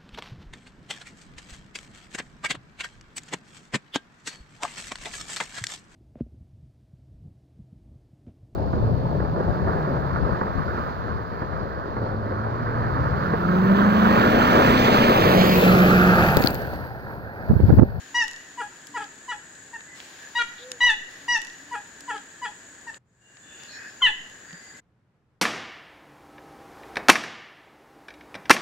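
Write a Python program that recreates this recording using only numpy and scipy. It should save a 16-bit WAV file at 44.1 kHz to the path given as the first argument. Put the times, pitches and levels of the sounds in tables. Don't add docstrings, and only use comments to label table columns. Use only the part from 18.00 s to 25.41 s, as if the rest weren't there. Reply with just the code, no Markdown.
import sys
import numpy as np
from scipy import signal
from scipy.fft import rfft, irfft, next_fast_len
from scipy.io import wavfile

SR = 44100
rng = np.random.default_rng(int(sys.argv[2]) if len(sys.argv) > 2 else 0)


def wrap_up_sound(samples):
    columns = np.atleast_2d(samples).T
    tamed = np.clip(columns, -1, 1)
    steps = np.round(tamed * 32767).astype(np.int16)
    wavfile.write(sys.argv[1], SR, steps)


N = 326903
TIME = np.arange(N) / SR
STRETCH_END_S, REPLAY_AFTER_S = 1.85, 3.1368


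def amp(db):
    return 10 ** (np.asarray(db) / 20)


def unit(x):
    return x / np.sqrt(np.mean(x ** 2) + 1e-20)


def read(points, hz, axis=1):
    table = np.transpose(points)
    return np.interp(np.log(hz + 1), np.log(table[0] + 1), table[axis])


def add(mix, s, sound):
    part = mix[..., round(s * SR):][..., :sound.shape[-1]]
    part += sound[..., :part.shape[-1]]


def drift(size, rate_hz):
    hz = np.fft.rfftfreq(size, 1 / SR)
    return unit(irfft(rfft(rng.standard_normal(size)) / (1 + (hz / rate_hz) ** 4), size))


def peak(hz, centre, width):
    return 1 / (1 + ((hz - centre) / width) ** 2)


def step(t, width_s):
    return .5 + .5 * np.tanh(2 * t / width_s)


def noise(shape, size=N):
    # (frequency [Hz], correlation [0-1])
    likeness = [(400, 0.94), (1000, 0.49), (1800, 0.33), (7000, 0.12), (13000, 0.12)]
    hz = np.fft.rfftfreq(size, 1 / SR)
    left, other = rfft(rng.standard_normal((2, size)))
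    same = np.clip(read(likeness, hz), -1, 1)
    right = same * left + np.sqrt(1 - same ** 2) * other
    return unit(irfft(np.array([left, right]) * shape(hz), size))


def starts(s):
    return [s, s + REPLAY_AFTER_S] if s < STRETCH_END_S else [s]


def hornbill():
    # (start [s], hold until the voice breaks [s], fall [s], release [s], scoop [s], cracked for [s],
    # held pitch [Hz], top level [dB], top effort [0-1], upper throat ring [Hz], ring gain [dB],
    # treble sheen gain [dB])
    yelps = [(0.142, 0.083, 0.044, 0.03, .002, 0.00027, 970.5, -19, 0.84, 3770, -1.5, 7.5),
             (.572, .045, 0.0081, 0.061, 0.0049, .013, 968, -28, 0.15, 3750, -6.5, -6),
             (.939, .035, 0.014, 0.06, 0.0057, 0.011, 969, -26.5, 0.21, 3520, -3.5, -3.5),
             (.99, .038, .06, .036, .002, .048, 921, -32.5, 0.08, 3800, 5, -2.5),
             (1.278, .044, 0.0097, 0.047, 0.0047, 0.007, 979.6, -28, 0.39, 3100, 0.5, -2),
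             (1.729, 0.035, .014, 0.011, .004, 0.0013, 928, -33, 0.71, 3260, -18.5, -5),
             (2.349, 0.074, 0.0075, 0.0053, 0.0018, 0.031, 961, -20, .68, 3907, 13.5, -2.5),
             (2.803, .1, .055, .042, 0.0019, 0, 982.3, -15.5, 0.96, 3794, 8.5, -3),
             (6.006, 0.02, .02, .008, 0.0017, 0.015, 1440, -35, 1, 3380, 4.5, -11.5),
             (6.017, .049, 0.016, .042, .008, 0, 1001, -14.5, 1, 3430, 15, -12)]
    voice = np.zeros(N)
    for start, *shape, ring_hz, ring_db, sheen_db in yelps:
        for s in starts(start):
            add(voice, s, yelp(gesture(*shape), ring_hz, ring_db, sheen_db))
    return voice


def gesture(hold_s, fall_s, release_s, scoop_s, cracked_s, held_hz, top_db, top_effort):
    scoop, arch, drop = .16, .025, .115
    full_fall_s = .036
    onset_db, soft_attack_s, hard_attack_s = -24, 0.0085, .004
    release_db, effort_per_db = -20, 0.05
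    held_halves_db, slack_halves_db, cracked_halves_db = -41.5, -29, 4
    crack_rise_s, crack_end_s, crack_lag_s = 0.016, .007, 0.0038

    t = np.arange(0, hold_s + release_s, 1 / SR)
    since_break = t - hold_s

    slack = step(since_break, fall_s) * min(release_s / full_fall_s, 1)
    arching = np.sin(np.pi * np.minimum(t / hold_s, 1)) - 1
    pitch = held_hz * (1 + scoop * np.exp(-t / scoop_s) + arch * arching - drop * slack)

    attack_s = np.interp(top_effort, [0, 1], [soft_attack_s, hard_attack_s])
    swell_db = onset_db * np.exp(-t / attack_s) + release_db * np.maximum(since_break, 0) / release_s
    effort = np.clip(top_effort + effort_per_db * swell_db, 0, 1)

    crack_depth = np.clip(cracked_s / crack_end_s, 0, 1)
    crack_in = step(since_break - crack_lag_s + cracked_s, crack_rise_s)
    crack_out = step(crack_lag_s - since_break, crack_end_s)
    cracked = crack_depth * crack_in * crack_out
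    halves = amp(held_halves_db) + amp(slack_halves_db) * slack + amp(cracked_halves_db) * cracked
    return pitch, top_db + swell_db, effort, slack, 20 * np.log10(halves)


def yelp(course, ring_hz, ring_db, sheen_db, jitter=0.0015, slack_jitter=0.0079, strain_jitter=.014,
         thinning_db=-7, dulling_db=-5, dull_above_hz=4300,
         ring_width_hz=650, sheen_hz=5500, sheen_width_hz=1100,
         rasp_db=-35, slack_rasp_db=14, strain_rasp_db=4, cracked_rasp_db=7, shimmer_db=1.62):
    # (frequency [Hz], gain in a soft call [dB], gain at full effort [dB])
    throat = [(414.6, -10.5, -26), (965, 3.5, -13), (1310, -0.5, 7.5), (1902, -3.5, 3.5), (2120, -18.5, -7),
              (2930, -14, -6), (3290, -15, -14), (4060, -33.5, -24), (4570, -23, -28), (6300, -37.5, -16.5),
              (6760, -24.5, -32.5), (9300, -33.5, -43.5), (10200, -43.5, -53.5), (14850, -66, -65.5)]
    pitch, level_db, effort, slack, doubling_db = course
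    size = len(pitch)
    strain = slack * effort
    wobble = jitter + slack_jitter * slack + strain_jitter * strain
    pitch = pitch * (1 + wobble * drift(size, 250))
    phase = 2 * np.pi * np.cumsum(pitch) / SR
    halves = np.arange(1, 33)[:, None]
    hz = halves * pitch / 2

    def gape_db(f):
        ring = ring_db * np.exp(-((f - ring_hz) / ring_width_hz) ** 2)
        return ring + sheen_db * np.exp(-((f - sheen_hz) / sheen_width_hz) ** 2)

    throat_db = (1 - effort) * read(throat, hz) + effort * read(throat, hz, axis=2) + gape_db(hz)
    throat_db += shimmer_db * np.sqrt(halves / 2) * np.array([drift(size, 50) for _ in halves])
    throat_db += thinning_db * strain * (halves <= 2) + dulling_db * strain * (hz > dull_above_hz)
    gains = amp(throat_db + halves % 2 * doubling_db)
    waves = np.cos(halves * phase / 2 + rng.uniform(0, 2 * np.pi, halves.shape))
    tone = np.sqrt(2) * (gains * waves).sum(0) / np.linalg.norm(gains, axis=0)

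    breath = noise(lambda f: amp(read(throat, f) + gape_db(f)) * (f / (f + 2500)) ** 2, size=size)[0]
    rasp = breath * (1 + np.cos(phase))
    hoarse_db = rasp_db + slack_rasp_db * slack + strain_rasp_db * strain
    hoarse_db = hoarse_db + cracked_rasp_db * np.minimum(amp(doubling_db), 1)
    return amp(level_db) * (tone + amp(hoarse_db) * rasp) * signal.windows.tukey(size, .05)


def short_bursts(decay_s=.0018, rise_s=0.00029, spread=1.14, trim_db=-3,
                 faint_db=-43, faint_hz=5500, count=40):
    # (time [s], level before the trim and envelope [dB], centre [Hz])
    bursts = [(.239, -25, 4260), (0.2806, -23, 4870), (.3117, -27.5, 4860), (.333, -29.5, 4500),
              (.362, -31, 4000), (.8699, -28.5, 5660), (1.042, -30.5, 3570), (1.807, -30, 2400),
              (2.002, -26, 2600), (2.717, -15, 4610), (5.37, -30.5, 2790), (5.634, -31, 4300),
              (6.508, -33, 1800), (6.529, -30.5, 2993)]
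    out, t = np.zeros((2, N)), np.arange(2048) / SR
    envelope = np.exp(-t / decay_s) * (1 - np.exp(-t / rise_s))
    placed = [(start, db, hz) for s, db, hz in bursts for start in starts(s)]
    faint = [(s, faint_db, faint_hz) for s in rng.uniform(0, N / SR, count)]
    for s, db, hz in placed + faint:
        burst = noise(lambda f: peak(f, hz, spread * hz) ** 2 * f / (f + 800), size=len(t))
        add(out, s, amp(db + trim_db) * burst * envelope)
    return out


def thump(s=6.53, hz=172, db=-38, decay_s=0.007):
    out, t = np.zeros(N), np.arange(8192) / SR
    envelope = t / decay_s * np.exp(1 - t / decay_s)
    add(out, s, amp(db) * envelope * np.sin(2 * np.pi * hz * t))
    return out


def limb_echoes(voice, limb_hz=1100):
    # (delay to the left ear [s], delay to the right ear [s],
    # level before the high-pass [dB])
    echoes = [(.0013, 0.003, -21), (.0052, 0.019, -23.5), (0.0242, 0.017, -7), (0.0371, 0.068, -17.5)]
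    t = np.arange(SR) / SR
    taps = np.zeros((2, SR))
    for *delays, db in echoes:
        taps += amp(db) * np.sinc(SR * (t - np.array(delays)[:, None]))
    taps = signal.sosfilt(signal.butter(1, limb_hz, "highpass", fs=SR, output="sos"), taps)
    return signal.fftconvolve(voice[None], taps, axes=1)[:, :N]


def leaf_scatter(voice, wet_db=-18, build_s=0.013, sway=1.2, sway_hz=35):
    # (frequency [Hz], time to fall 60 dB [s], relative level [dB])
    foliage = [(400, 0.28, 0), (1000, .45, 0), (1820, 0.77, 1.5), (3040, 0.51, 4), (5740, 0.66, 2),
               (12000, 0.32, -15.5)]
    t = np.arange(SR) / SR
    hz, age, z = signal.stft(noise(np.ones_like, size=SR), SR, nperseg=256)
    z = z * amp(read(foliage, hz, axis=2)[:, None] - 60 * age / read(foliage, hz)[:, None])
    tail = signal.istft(z, SR, nperseg=256)[1][:, :SR] * (1 - np.exp(-t / build_s))
    far = signal.fftconvolve(voice[None], tail / np.linalg.norm(tail[0]), axes=1)[:, :N]
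    blur = np.exp(1j * sway * np.array([drift(N, sway_hz) for _ in far]))
    return amp(wet_db) * (signal.hilbert(far, next_fast_len(N))[:, :N] * blur).real


def far_hoots(arch=.11):
    # (start [s], length [s], top pitch [Hz], level [dB])
    hoots = [(0.028, 0.26, 288, -54.5), (0.444, 0.25, 292, -57), (0.816, 0.33, 294, -52.5),
             (2.585, 0.2, 513, -44)]
    out = np.zeros((2, N))
    for s, length, hz, db in hoots:
        swell = np.sin(np.linspace(0, np.pi, round(length * SR)))
        for start in starts(s):
            pitch = hz * (1 + arch * (swell - 1) + 0.0087 * drift(len(swell), 30))
            hoot = np.sqrt(2) * swell * np.sin(2 * np.pi * np.cumsum(pitch) / SR)
            add(out, start, amp(db) * hoot)
    return out


def narrow_bands():
    # (start [s], length [s], centre [Hz], width [Hz], level [dB])
    bands = [(1.863, 0.13, 2002, 60, -48.5), (2.16, .16, 1720, 250, -47), (2.561, 0.1, 3700, 900, -47.5),
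             (5.147, 0.29, 2820, 40, -55), (5.364, 0.37, 3514, 60, -55.5), (5.419, 0.33, 2780, 450, -54),
             (5.519, 0.52, 4700, 100, -60), (5.663, .14, 4220, 400, -47.5), (5.703, .1, 5420, 250, -52.5),
             (5.718, .26, 5270, 90, -60.5), (5.654, 0.31, 2503, 120, -55), (5.708, 0.22, 1733, 342, -43),
             (6.454, 0.17, 1790, 354, -47), (6.414, 0.39, 4755, 89.5, -56), (6.55, 0.34, 2032, 30, -53)]
    out = np.zeros((2, N))
    for s, length, hz, width, db in bands:
        size = round(length * SR)
        band = noise(lambda f: peak(f, hz, width / 2), size=size)
        add(out, s, amp(db) * band * signal.windows.tukey(size, .6))
    return out


def chorus(hz, width_hz, db):
    waver_db = .8 * drift(N, 5)
    return noise(lambda f: peak(f, hz, width_hz) ** 2) * amp(db + waver_db)


def insects(swell_s=0.78, cut_s=0.034, low_db=-64.5, high_db=-55.5):
    # (start [s], end [s])
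    swells = [(.2, 2.1), (3.35, 5.6), (6.15, 6.85)]
    swell = sum(np.clip(np.minimum((TIME - start) / swell_s, (end - TIME) / cut_s), 0, 1)
                for start, end in swells)
    drones = chorus(hz=1692, width_hz=300, db=-51.0) + chorus(hz=6878, width_hz=390, db=-51.0)
    return drones + chorus(hz=7630, width_hz=580, db=low_db + (high_db - low_db) * swell)


def air_and_rustle(air_db=-53, rustle_above_hz=1200, jump_s=.03, fade_s=1.0, base_db=0.7):
    # (frequency [Hz], relative level per Hz [dB])
    air_colour = [(25, -17.5), (60, -7.5), (130, -3.5), (280, 1), (480, -4), (800, -6), (1300, -8.5),
                  (2400, -10), (4000, -12.5), (6000, -16.5), (9000, -25), (12000, -30), (16000, -31.5)]
    # (time [s], lift [dB])
    surges = [(-.05, 8), (1.94, 9.5), (3.08, 4.5), (5.58, 4)]
    rustle_db = base_db
    for s, lift_db in surges:
        jump = np.clip((TIME - s) / jump_s, 0, 1)
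        rustle_db = rustle_db + lift_db * jump * np.exp(-abs(TIME - s) / fade_s)
    air = amp(air_db) * noise(lambda f: amp(read(air_colour, f)))
    low = signal.sosfiltfilt(signal.butter(1, rustle_above_hz, fs=SR, output="sos"), air)
    return low + (air - low) * amp(rustle_db + 0.3 * drift(N, 60))


def low_hush(hush_db=-66.5):
    # (frequency [Hz], relative level per Hz [dB])
    hush_colour = [(25, -18), (120, 0.5), (280, -12), (700, -19.5), (1600, -23.5), (3500, -36.5),
                   (9000, -47), (15000, -58)]
    return noise(lambda f: amp(read(hush_colour, f))) * amp(hush_db + 0.82 * drift(N, 6.8))


def scene(left_db=0.97):
    # (time [s], gain [linear])
    fade = [(4.972, 0.88), (4.984, 0.015), (5.04, 0), (5.2, 0.1), (5.4, 0.49), (5.6, 1), (6.796, 0.87),
            (6.806, 0)]
    voice = hornbill()
    direct = np.array([np.roll(voice, 1), voice]) * amp([[.7], [-1.2]])
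    bird = direct + limb_echoes(voice) + leaf_scatter(voice) + short_bursts() + thump()
    haze = (air_and_rustle() + insects()) * amp([[left_db], [-left_db]])
    near = bird + far_hoots() + narrow_bands() + haze
    return near * np.interp(TIME, *np.transpose(fade)) + low_hush()


def record(dry, lopsided=0.63, edge_hz=15850):
    push_band = signal.butter(2, [4, 22], "bandpass", fs=SR, output="sos")
    push = signal.sosfilt(push_band, (dry ** 2).mean(0))
    band_limit = signal.firwin(511, edge_hz, window=("kaiser", 9), fs=SR)
    return signal.oaconvolve(dry + lopsided * push, band_limit[None], "same", axes=1)


dry = scene()
out = record(dry)
wrap_up_sound(out)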